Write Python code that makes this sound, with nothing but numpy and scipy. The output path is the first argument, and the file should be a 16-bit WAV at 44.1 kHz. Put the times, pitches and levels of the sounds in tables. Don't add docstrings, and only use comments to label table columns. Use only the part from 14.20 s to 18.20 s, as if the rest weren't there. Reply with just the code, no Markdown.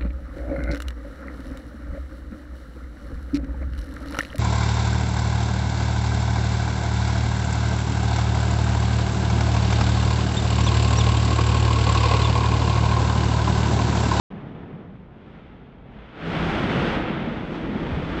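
import sys
import numpy as np
from scipy import signal
from scipy.fft import rfft, irfft, next_fast_len
from scipy.io import wavfile
from scipy.ndimage import map_coordinates

SR = 44100
rng = np.random.default_rng(int(sys.argv[2]) if len(sys.argv) > 2 else 0)


def persist_wave(psi):
    counts = np.round(np.clip(psi, -1, 1) * 32767).astype(np.int16)
    wavfile.write(sys.argv[1], SR, np.atleast_2d(counts).T)


N = 176400


def amp(db):
    return 10 ** (np.asarray(db) / 20)


def unit(x):
    return x / np.sqrt(np.mean(x ** 2) + 1e-20)


def clock():
    return np.arange(N) / SR


def curve(rows):
    return np.interp(clock(), *np.transpose(rows))


def wobble(knots_per_s):
    return map_coordinates(rng.standard_normal(4096), [clock() * knots_per_s], mode="wrap")


def filtered(x, response):
    size = next_fast_len(N + SR // 2)
    return irfft(rfft(x, size) * response(np.fft.rfftfreq(size, 1 / SR)), size)[:N]


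def coloured(x, points):
    freq_hz, gain_db = np.transpose(points)
    return unit(filtered(x, lambda hz: amp(np.interp(np.log(hz + 1), np.log(freq_hz + 1), gain_db))))


def turbulence(pulses_per_s, spread_db, pulse_share):
    sizes = amp(spread_db * np.minimum(rng.exponential(size=N), 4))
    pulses = (rng.random(N) < pulses_per_s / SR) * sizes
    rush = rng.standard_normal(N)
    return np.sqrt(pulse_share) * unit(pulses - pulses.mean()) + np.sqrt(1 - pulse_share) * rush


def faint_hiss():
    colour = [(1000, -13), (6000, 2.5), (9000, -3), (12000, -11.5), (14000, -19.5)]  # freq_hz, gain_db
    return amp(-96.5) * coloured(rng.standard_normal(N), colour)


# time_s, level_db
WIND_LEVEL = [(.12, -47.5), (.42, -46), (.7, -51), (.9, -47), (1.1, -49.5), (1.6, -51), (1.77, -45),
              (1.95, -52), (2.12, -32), (2.32, -30), (2.5, -33.5), (2.75, -36.5), (3.2, -39.5), (3.65, -36),
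              (4, -34)]
# freq_hz, gain_db
WIND_COLOUR = [(8, -40), (20, -18), (35, -0.5), (53, 1.5), (75, -0.5), (105, -3.5), (160, -21.5),
               (400, -55), (1500, -120)]

def wind():
    level_db = curve(WIND_LEVEL) - 1.5 + 1.4 * wobble(7)
    return amp(level_db) * coloured(rng.standard_normal(N), WIND_COLOUR)


def gas_rumble(level_db, colour, surge):
    puffs = turbulence(pulses_per_s=320, spread_db=1.4, pulse_share=0.39)
    return amp(level_db + 0.2 * surge) * coloured(puffs, colour)


# time_s, level_db
SIMMER_LEVEL = [(.12, -34.5), (.3, -36.5), (.58, -37.5), (.78, -43), (1.2, -44), (1.62, -45.5), (1.75, -42),
                (1.9, -46.5), (4, -43)]
# freq_hz, gain_db
SIMMER_COLOUR = [(40, -29), (90, -8.5), (135, 0), (175, -0.5), (250, -4), (320, -9.5), (370, -10.5),
                 (440, -9.5), (530, -16.5), (700, -16.5), (1000, -22), (2000, -31), (4000, -59),
                 (7000, -110)]

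def simmer(surge):
    return gas_rumble(curve(SIMMER_LEVEL) - 0.7, SIMMER_COLOUR, surge)


def wall_echo(x, t60_s=0.83):
    tail = rng.standard_normal(SR) * amp(-60 * np.arange(SR) / SR / t60_s)
    return signal.fftconvolve(x, tail / np.linalg.norm(tail))[:N]


# start_s, level_db, pitch_hz, decay_s
GAS_BURSTS = [(.135, -37.5, 158.5, 0.081), (1.724, -40.5, 57, 0.099), (2.301, -29.5, 55, 0.056),
              (2.575, -22, 167, 0.037), (2.658, -17.5, 226, 0.015), (3.489, -29, 226, 0.048),
              (3.551, -24, 215, 0.022), (3.725, -22, 57.4, 0.06), (3.765, -22, 167, 0.021)]

def gas_bursts(attack_s=0.0028, noise_share=0.72, width_octaves=0.4):
    booms = np.zeros(N)
    for start_s, level_db, pitch_hz, decay_s in GAS_BURSTS:
        def band(hz):
            return np.exp(-0.5 * (np.log2((hz + 1) / pitch_hz) / width_octaves) ** 2)
        noise = unit(filtered(rng.standard_normal(N), band))
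        tone = unit(np.sin(2 * np.pi * pitch_hz * (clock() - start_s)))
        ring = np.sqrt(1 - noise_share) * tone + np.sqrt(noise_share) * noise
        age = np.maximum(clock() - start_s, 0)
        envelope = (1 - np.exp(-age / attack_s)) * np.exp(-(age / decay_s) ** 2)
        booms += amp(level_db) * envelope * ring
    return booms


def vent_hoot(start_s=2.0, length_s=0.33, rise_s=0.088, fall_s=0.044):
    age = clock() - start_s
    envelope = np.clip(age / rise_s, 0, 1) * np.clip((length_s - age) / fall_s + 0.5, 0, 1)
    pitch_hz = 167.3 + 3.7 * wobble(27)
    level_db = -31.5 + 2.4 * wobble(9.2)
    phase = 2 * np.pi * np.cumsum(pitch_hz) / SR
    return amp(level_db) * envelope * unit(np.sin(phase))


# time_s, level_db
CHURN_LEVEL = [(1.8, -80), (1.95, -45.5), (2.08, -30), (2.35, -27), (2.64, -24.5), (2.76, -27.5),
               (3.06, -28), (3.25, -31), (3.42, -31.5), (3.52, -28), (3.68, -28.5), (3.86, -29.5),
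               (4, -30.5)]
# freq_hz, gain_db
CHURN_COLOUR = [(40, -31.5), (90, -10.5), (135, -2.5), (175, -0.5), (205, -1.5), (240, -1), (280, -3.5),
                (320, -1), (380, -8.5), (490, -9.5), (620, -15.5), (1000, -22), (2000, -29.5), (4000, -64),
                (7000, -110)]

def conduit_churn(surge):
    return gas_rumble(curve(CHURN_LEVEL) + 0.29, CHURN_COLOUR, surge)


# time_s, level_db
ROAR_LEVEL = [(0.12, -53.5), (0.41, -55.5), (0.89, -63), (1.15, -55), (1.62, -60.5), (1.81, -51.5),
              (1.91, -51.5), (2.04, -38.5), (2.15, -32), (2.55, -30.5), (2.77, -30.5), (2.78, -32.5),
              (2.98, -36.5), (3.3, -42.5), (3.37, -38), (3.42, -41.5), (3.97, -37), (4.0, -34.5)]
HISS_LEVEL = [(0.12, -84), (0.9, -93.5), (1.1, -86), (1.65, -96), (1.73, -86), (1.92, -83), (2.08, -60),
              (2.28, -54.5), (2.37, -55.5), (2.72, -55.5), (2.83, -64.5), (2.96, -69.5), (3.29, -68.5),
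              (3.34, -63), (3.44, -68.5), (4.0, -62)]
# freq_hz, gain_db
ROAR_COLOUR = [(120, -32.5), (300, -1.5), (500, 4), (680, 1), (850, 1), (1050, -2), (1320, 0.5), (1750, -3),
               (2200, -4), (2700, -7), (3450, -9), (4100, -21.5), (5000, -33.5), (7000, -54.5),
               (10000, -91)]
HISS_COLOUR = [(2500, -41), (4000, -1.5), (4700, -1.5), (6000, -6.5), (8000, -15), (10000, -26),
               (12000, -35), (14000, -51)]

def gas_jet(surge):
    shocks = turbulence(pulses_per_s=1700, spread_db=2, pulse_share=0.4)
    flutter_db = 0.26 * surge + 0.03 * wobble(70)
    roar = amp(curve(ROAR_LEVEL) + 2.5 + flutter_db) * coloured(shocks, ROAR_COLOUR)
    hiss = amp(curve(HISS_LEVEL) + 1.5 + flutter_db) * coloured(shocks, HISS_COLOUR)
    return roar + hiss


def scene():
    surge = wobble(18)
    booms = gas_bursts()
    vent = gas_jet(surge) + conduit_churn(surge) + simmer(surge) + vent_hoot()
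    echo = amp(-11) * wall_echo(booms)
    return (vent + booms + echo + wind() + faint_hiss())[None]


def record(dry):
    start_s, rise_s, top_hz = 0.1031, 0.0032, 13500
    opened = dry * np.clip((clock() - start_s) / rise_s, 0, 1)
    return signal.sosfilt(signal.butter(14, top_hz, fs=SR, output="sos"), opened)


dry = scene()
out = record(dry)
persist_wave(out)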